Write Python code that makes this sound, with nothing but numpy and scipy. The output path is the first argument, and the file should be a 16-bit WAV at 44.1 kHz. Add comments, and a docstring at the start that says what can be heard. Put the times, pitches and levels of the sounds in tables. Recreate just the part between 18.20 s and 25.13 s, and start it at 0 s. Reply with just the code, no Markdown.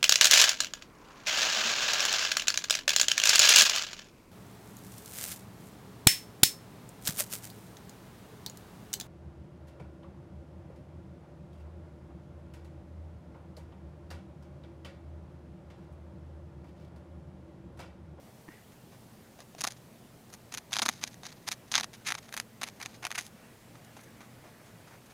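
"""On a carpet in a quiet room, a rabbit gnaws dry toast close to a small microphone.
Its incisors slip through the crust in short jerks: tiny cells crumble, single ones crack out loud,
and each brittle fracture is an impulse that rings the slice. Slice and teeth knock dully. The rabbit
sniffs once and chews faintly with a shut mouth, mostly after the gnawing. Underneath lie room rumble,
appliance hum, a soft hiss, microphone noise and a thin electronic whine."""
import sys
import numpy as np
from scipy import signal
from scipy.fft import rfft, irfft
from scipy.io import wavfile
from scipy.ndimage import uniform_filter1d

SR = 44100
rng = np.random.default_rng(int(sys.argv[2]) if len(sys.argv) > 2 else 0)


def generate_wav(sig):
    """Save sig (samples, or channels by samples) to the path in sys.argv[1] as 16-bit PCM at SR."""
    pcm = np.round(np.clip(np.atleast_2d(sig).T, -1, 1) * 32767).astype(np.int16)
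    wavfile.write(sys.argv[1], SR, pcm)


N = 305613

# slips of the teeth through the crust: (time [s], length [s], crumbling level [dB], thick crumb [dB])
JERKS = [(1.189, .035, -58, 6), (1.384, .013, -50.5, 1), (1.408, .011, -44, 0), (1.439, .012, -39, 6),
         (1.472, .006, -37, 6), (1.505, .01, -52, -5), (1.522, .012, -62, -10), (1.568, .009, -63, 1),
         (2.101, .004, -62, 12), (2.128, .022, -56, 7), (2.321, .01, -49, 0), (2.339, .014, -40, -4),
         (2.373, .015, -44, -3), (2.508, .014, -56, 5), (2.53, .01, -34, -6), (2.549, .027, -43, 1),
         (2.587, .012, -42, 2), (2.62, .016, -40, 7), (2.655, .012, -41, 6), (2.684, .014, -40, 5),
         (2.712, .008, -55, 0), (2.727, .012, -52, 0), (2.747, .05, -60, 0), (2.814, .012, -48, 3),
         (2.83, .018, -45, -1), (2.868, .015, -48, -8), (2.912, .035, -60, -8), (3.034, .015, -55, 5),
         (3.054, .018, -49, 0), (3.086, .019, -55, -6), (3.12, .008, -53, 2), (3.161, .022, -65, -4),
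         (3.222, .022, -68, -5), (3.269, .006, -54, 3), (3.277, .014, -42, 2), (3.312, .024, -43, -3),
         (3.48, .012, -66, 0), (3.517, .02, -44, 3), (3.541, .01, -39, -6), (3.556, .014, -41, -6),
         (3.579, .008, -33, 0), (3.597, .014, -44, 3), (3.633, .012, -42, -1), (3.732, .026, -51, -3),
         (3.771, .06, -66, 1), (3.851, .012, -46, -5), (3.866, .012, -34, -8), (3.884, .01, -31, -6),
         (3.905, .018, -38, 0), (3.942, .014, -41, 0), (3.979, .011, -45, 0), (4.027, .02, -55, -5),
         (4.055, .008, -56, 2), (4.08, .016, -57, 3), (4.124, .007, -50, 1), (4.138, .008, -42, 2),
         (4.166, .004, -52, 0), (4.175, .009, -41, -2), (4.2, .004, -42, 0), (4.209, .02, -60, -2),
         (4.415, .01, -43, 3), (4.432, .008, -36, -5), (4.441, .016, -55, -6), (4.466, .014, -47, -2),
         (4.484, .014, -50, -2), (4.562, .016, -62, 0), (4.602, .016, -44, 5), (4.627, .007, -38, -6),
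         (4.653, .014, -48, 4), (4.685, .048, -62, 5), (4.742, .023, -55, -5), (4.827, .016, -43, 2),
         (4.852, .005, -34, -6), (4.868, .008, -42, -3), (4.903, .006, -52, -2), (4.912, .006, -42, -5),
         (4.925, .008, -56, -3), (4.949, .013, -37, -9), (4.979, .016, -36, -7), (5.003, .014, -48, 0),
         (5.024, .055, -57, -6)]
LEAD = 128  # samples by which each band's response starts ahead of the break


def amp(db):
    """Amplitude ratio of a level in decibels."""
    return 10 ** (np.asarray(db) / 20)


def unit_rms(x):
    """Normalisation to unit mean power."""
    return x / np.sqrt(np.mean(x ** 2) + 1e-20)


def spectrum_at(points, hz):
    """Interpolation of a spectrum on a log-frequency axis."""
    f, db = np.transpose(points)
    return np.interp(np.log(hz + 1), np.log(f + 1), db)


def add(mix, s, sound):
    """Superposition: a sound joins the mix at s seconds."""
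    part = mix[..., round(s * SR):][..., :sound.shape[-1]]
    part += sound[..., :part.shape[-1]]


def minimum_phase(gain_db):
    """Minimum phase: the most compact causal response with these gains, given from 0 Hz to SR / 2."""
    log_gain = np.log(amp(np.maximum(gain_db, -100)))
    mirrored = np.r_[log_gain, log_gain[-2:0:-1]]
    return np.fft.ifft(np.exp(np.conj(signal.hilbert(mirrored)))).real[:1024]


def resonate(x, hz, width_hz):
    """Resonance by heterodyning: shift hz down to zero, smooth, and shift back."""
    carrier = np.exp(2j * np.pi * np.cumsum(hz * np.ones(len(x))) / SR)
    pole = np.exp(-np.pi * width_hz / SR)
    return 2 * (carrier * signal.lfilter([1 - pole], [1, -pole], x / carrier)).real


def shaped_noise(spectrum, patchy_db):
    """Spectral shaping of Gaussian noise, whose level drifts in patches of time and frequency."""
    frames, hz = N // 256 + 5, np.fft.rfftfreq(1024, 1 / SR)
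    real, imag, patches = rng.standard_normal((frames, 513, 3)).T
    patches = uniform_filter1d(patches, size=10, axis=0)
    patches = unit_rms(uniform_filter1d(patches, size=12, axis=1))
    spectra = (real + 1j * imag) * amp(spectrum_at(spectrum, hz)[:, None] + patchy_db * patches)
    return unit_rms(signal.istft(spectra, nperseg=1024, noverlap=768)[1][:N])


def room_noise(level_db=-56):
    """Broadband noise floor: room rumble in the bass, microphone noise above it."""
    # noise spectrum: (frequency [Hz], relative density [dB])
    floor = [(12, -58), (20, -16), (69, -14.5), (108, -0.5), (224, -3.5), (258, -6.5), (332, -8.5),
             (634, -10.5), (1140, -19), (1350, -21), (1650, -24.5), (2120, -28), (2730, -25),
             (15200, -29.5), (16500, -48)]
    return amp(level_db) * shaped_noise(floor, patchy_db=1.07)


def appliances(whine_hz=14994, whine_db=-83):
    """Narrow-band noise is heard as a wavering hum; a pure tone is the steady electronic whine."""
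    # hum bands: (frequency [Hz], level [dB], bandwidth [Hz])
    bands = [(120.3, -62.5, 11), (221.4, -64, 15.6)]
    hum = sum(amp(db) * unit_rms(resonate(rng.standard_normal(N), hz, width)) for hz, db, width in bands)
    return hum + amp(whine_db) * np.sqrt(2) * np.sin(2 * np.pi * whine_hz * np.arange(N) / SR)


def hiss():
    """Slow amplitude modulation makes a soft noise swell and fade."""
    # hiss spectrum: (frequency [Hz], relative density [dB])
    spectrum = [(450, -18), (800, -2.5), (1300, -2), (1900, 1), (2600, -4), (3500, -11), (6000, -15),
                (10000, -14), (14000, -45)]
    # envelope: (time [s], level [dB])
    swell = [(0, -70), (2.2, -68.5), (3.5, -66.5), (5, -68.5), (5.2, -62), (5.5, -63.5), (5.9, -62),
             (6.3, -64), (6.7, -62.5), (6.93, -66.5)]
    level_db = np.interp(np.arange(N) / SR, *np.transpose(swell))
    return amp(level_db) * shaped_noise(spectrum, patchy_db=2.0)


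def knocks(contact_hz=2300):
    """Impacts of slice and teeth excite damped modes; the soft contact acts as a low-pass filter."""
    # impacts: (time [s], level [dB], pitch [Hz])
    impacts = [(.282, -41, 310), (.288, -35.5, 313), (1.191, -39.5, 705), (1.349, -36, 720),
               (1.388, -38, 620), (4.952, -28, 1700), (4.955, -38, 1680), (5.555, -43, 1210),
               (5.768, -39, 840), (5.773, -41, 872), (6.007, -43, 800), (6.255, -42.5, 750)]
    # modes: (frequency [multiple of pitch], relative level [dB], 60 dB decay [cycles])
    modes = [(1, -3, 13.5), (1.9, -16, 0.5), (3.4, -4, 8.5), (5.8, -3, 28)]
    out, t = np.zeros(N), np.arange(3000) / SR
    for s, db, hz in impacts:
        for multiple, mode_db, decay_cycles in modes:
            cycles = multiple * hz * t
            ring = amp(db + mode_db - 60 * cycles / decay_cycles) * np.sin(2 * np.pi * cycles)
            add(out, s, ring / (1 + (multiple * hz / contact_hz) ** 6))
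    return out


def sniff():
    """Air noise in a narrow nostril passes a gliding resonance and becomes a fuzzy whistle."""
    # course of the sniff: (time [s], level [dB], whistle [Hz])
    breath = [(.295, -70, 1850), (.32, -56, 1870), (.35, -59, 1990), (.39, -65, 1830), (.43, -72, 1800)]
    s, db, hz = np.transpose(breath)
    t, out = np.arange(s[0], s[-1], 1 / SR), np.zeros(N)
    air = resonate(rng.standard_normal(len(t)), np.interp(t, s, hz), width_hz=220)
    add(out, s[0], amp(np.interp(t, s, db)) * unit_rms(air))
    return out


def toast_responses():
    """Impulse response of the slice in four bands, low to high: thick crumb, body, crust, thin flakes."""
    # colour of breaking toast: (frequency [Hz], relative density [dB])
    spectrum = [(120, -29), (220, -4.5), (500, -15.5), (720, -1), (950, -2), (1350, -0.5), (1880, 0.5),
                (2400, 0.5), (2960, -3.5), (3800, 0), (4500, -2.5), (5000, -1), (5500, -4), (6430, 1.5),
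                (7700, -13), (10000, -9.5), (12100, -16), (15600, -27.5), (16500, -48)]
    # borders between the bands: (frequency [Hz])
    crossovers = [1400, 3000, 7500]
    hz = np.fft.rfftfreq(4096, 1 / SR)
    lowpasses = [1 / (1 + (hz / edge) ** 6) for edge in crossovers]
    bands = np.diff(lowpasses, axis=0, prepend=0, append=1)
    whole = rfft(minimum_phase(spectrum_at(spectrum, hz)), 4096)
    responses = np.roll(irfft(whole * bands), LEAD, axis=1)[:, :1024]
    return responses / np.linalg.norm(responses.sum(0))


def toast(force):
    """Convolution: each row of the force rings its own band of the slice."""
    return signal.oaconvolve(force, toast_responses(), axes=1)[:, LEAD:N + LEAD].sum(0)


def crumbling(strokes, rise_db_s, fall_db_s, cells_per_s, spread_db):
    """Shot noise: tiny cells give way at random while the teeth slip. One row of force for each band."""
    envelope = np.zeros((4, N))
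    for s, length, db, thick_db, crust_db, thin_db in strokes:
        t = np.arange(-.02, length + .04, 1 / SR)
        slope_db = rise_db_s * np.minimum(t, 0) - fall_db_s * np.maximum(t - length, 0)
        add(envelope, s - .02, amp(db + slope_db + np.c_[[thick_db, 0, crust_db, thin_db]]))
    size = amp(spread_db * np.minimum(rng.exponential(1, N), 4)) * rng.choice([-1., 1.], N)
    breaks = rng.random(N) < cells_per_s / SR
    return envelope * unit_rms(size * breaks)


def chewing(thick_db=4, crust_db=-5, thin_db=1.5):
    """Faint shot-noise force of shut-mouth grinding; brightness trades thick crumb for thin flakes."""
    # grinding strokes: (time [s], length [s], level [dB], brightness [dB])
    chews = [(.52, .012, -62, -3), (.72, .033, -62, -6), (5.554, .005, -55, -3), (5.647, .003, -60, 9),
             (5.731, .004, -62, 2), (5.767, .01, -54, 1), (5.79, .009, -58, -6), (5.807, .006, -59, 9),
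             (5.835, .008, -60, 9), (6.006, .012, -52, -2), (6.03, .025, -63, -4), (6.24, .06, -63, -8),
             (6.46, .012, -60, -3), (6.48, .012, -62, -3), (6.673, .014, -56, -4), (6.71, .041, -59, -8),
             (6.86, .006, -64, 9), (6.9, .017, -56, 0)]
    strokes = [(s, length, db, thick_db - bright_db, crust_db, thin_db + bright_db)
               for s, length, db, bright_db in chews]
    return crumbling(strokes, rise_db_s=5002, fall_db_s=1500, cells_per_s=9700, spread_db=4.5)


def coloured_jerks():
    """Spectral weighting: each jerk takes the crust and flake gains of the piece between the teeth."""
    # bites, each holding until the next: (time [s], crust [dB], thin flakes [dB])
    bites = [(1.18, 2, 0), (1.38, 3, 4), (2.09, 4, 9), (2.31, -2, 0), (2.5, 3, -2), (2.61, 4, 3),
             (2.81, 2, -1), (3.03, 3, -3), (3.26, 3, 2), (3.47, 4, 0), (3.535, -1, -11), (3.59, 3, -1),
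             (3.72, -3, 0), (3.85, -3, -4), (4.11, -4, 2), (4.41, -5, -3), (4.6, -7, -4), (4.64, 1, -2),
             (4.82, -8.5, -6), (4.94, -8, -4), (5.0, 1, 8)]
    jerks, bites = np.array(JERKS), np.array(bites)
    current = np.searchsorted(bites[:, 0], jerks[:, 0] + .01) - 1
    return np.c_[jerks, bites[current, 1:]]


def gnawing():
    """Stick-slip motion: each jerk of the incisors releases a burst of crumbling force."""
    return crumbling(coloured_jerks(), rise_db_s=3800, fall_db_s=2200, cells_per_s=7400, spread_db=5.5)


def small_cracks(per_jerk=2, above_crumbling_db=14, spread_db=3):
    """Random fracture: lesser cracks fall by chance within each jerk, as (time [s], energy [dB])."""
    s, length, db, _ = np.transpose(JERKS)[..., None]
    position, size = rng.random((len(JERKS), per_jerk, 2)).transpose(2, 0, 1)
    times = s + position ** 1.5 * length
    energy_db = db + above_crumbling_db - spread_db * np.log(.1 + size)
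    return list(zip(times.ravel(), energy_db.ravel()))


def cracking(dulling=0.18, pivot_db=0.5, depth_spread_db=2.5):
    """Brittle fracture of single cells: a force impulse, then splinters dying within milliseconds."""
    # the loudest cracks: (time [s], released energy [dB])
    loud_cracks = [(1.2047, -26), (1.3501, -30), (1.4078, -13), (1.4123, -10), (1.418, -11.5), (1.439, -9),
                   (1.4434, -4.5), (1.4502, -11), (1.47, -16), (1.4748, -6), (1.4857, -19), (1.5067, -24),
                   (1.5214, -21.5), (2.139, -23), (2.3242, -17), (2.341, -13.5), (2.3487, -15),
                   (2.3746, -13.5), (2.382, -15.5), (2.5221, -17), (2.5308, -5), (2.5379, -7),
                   (2.5576, -11), (2.5487, -18), (2.5673, -4), (2.5762, -19), (2.5872, -7), (2.5925, -5),
                   (2.5969, -6), (2.6198, -3), (2.6236, -4), (2.628, -8.5), (2.6319, -9.5), (2.6359, -18),
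                   (2.655, -16), (2.658, -10.5), (2.6619, -3), (2.6672, -16), (2.6833, -14.5),
                   (2.6894, 1.5), (2.6953, -8), (2.8389, -5), (2.876, -19.5), (2.9432, -27), (3.034, -22.5),
                   (3.054, -23), (3.0664, -16), (3.1261, -27), (3.2772, -16), (3.28, -10.5), (3.285, -13.5),
                   (3.288, -6.5), (3.3161, -9.5), (3.3202, -9), (3.3275, -14), (3.5167, -11), (3.5205, -10),
                   (3.5234, -14), (3.541, -7), (3.549, -5.5), (3.5542, 4.5), (3.5584, -5), (3.563, -3.5),
                   (3.5692, -13), (3.5792, -2), (3.5817, -5), (3.586, -10), (3.599, -10), (3.6098, -8),
                   (3.6341, -12), (3.6432, -11.5), (3.7388, -24.5), (3.87, -12.5), (3.873, -12),
                   (3.8766, -10), (3.888, -12), (3.8933, -14), (3.9049, -10), (3.9112, -14), (3.9219, -5.5),
                   (3.9519, -13), (3.9834, -22), (3.9879, -23), (4.0918, -28.5), (4.126, -19), (4.141, -13),
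                   (4.1671, -11), (4.176, -12), (4.2, -7), (4.4145, -17), (4.4185, -14), (4.433, -7.5),
                   (4.4392, -11), (4.478, -22), (4.4873, -19.5), (4.6149, -19), (4.6275, -16), (4.66, -10),
                   (4.8418, -18), (4.8518, -6), (4.868, -9), (4.906, -17), (4.8574, -21), (4.9155, -10),
                   (4.9249, -19), (4.9517, -18.5), (4.956, -12), (4.9785, -18.5), (4.9811, -7),
                   (4.9853, -7.5), (4.9896, -8), (4.998, -17), (5.066, -24)]
    force, t = np.zeros((4, N)), np.arange(600) / SR
    starts, _, _, thick, crust, thin = coloured_jerks().T
    responses = toast_responses()
    band_overlap = responses @ responses.T
    splinter_db = np.c_[[-18, -14, -13, -8]]  # thin flakes rattle most
    t60_s = np.c_[[.012, .0075, .007, .009]]
    cracks = loud_cracks + small_cracks()
    for (s, db), splinters in zip(cracks, rng.standard_normal((len(cracks), len(t)))):
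        burst = splinters * amp(splinter_db - 60 * t / t60_s)
        burst[:, 0] = np.sign(splinters[0])  # the break itself
        burst /= np.linalg.norm(burst, axis=1)[:, None]
        jerk = max(np.searchsorted(starts, s + .003) - 1, 0)  # the piece under the tooth sets the colour
        thick_db = thick[jerk] + depth_spread_db * splinters[-1]  # more or less deep into the crumb
        thin_db = thin[jerk] - dulling * (db - pivot_db)  # large cells are duller
        colour = amp([thick_db, 0, crust[jerk], thin_db])
        colour /= np.sqrt(colour @ band_overlap @ colour)  # the colour leaves the energy alone
        add(force, s, amp(db) * colour[:, None] * burst)
    return force


def scene():
    """Linear superposition of the rabbit and the room in one channel."""
    force = gnawing() + cracking() + chewing()
    return (toast(force) + knocks() + sniff() + appliances() + room_noise() + hiss())[None]


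def record(dry):
    """Band limiting: a linear-phase low-pass filter cuts off at 16.3 kHz."""
    lowpass = signal.firwin(511, 16300, window=("kaiser", 9), fs=SR)
    return signal.oaconvolve(dry, lowpass[None], "same")


dry = scene()
out = record(dry)
generate_wav(out)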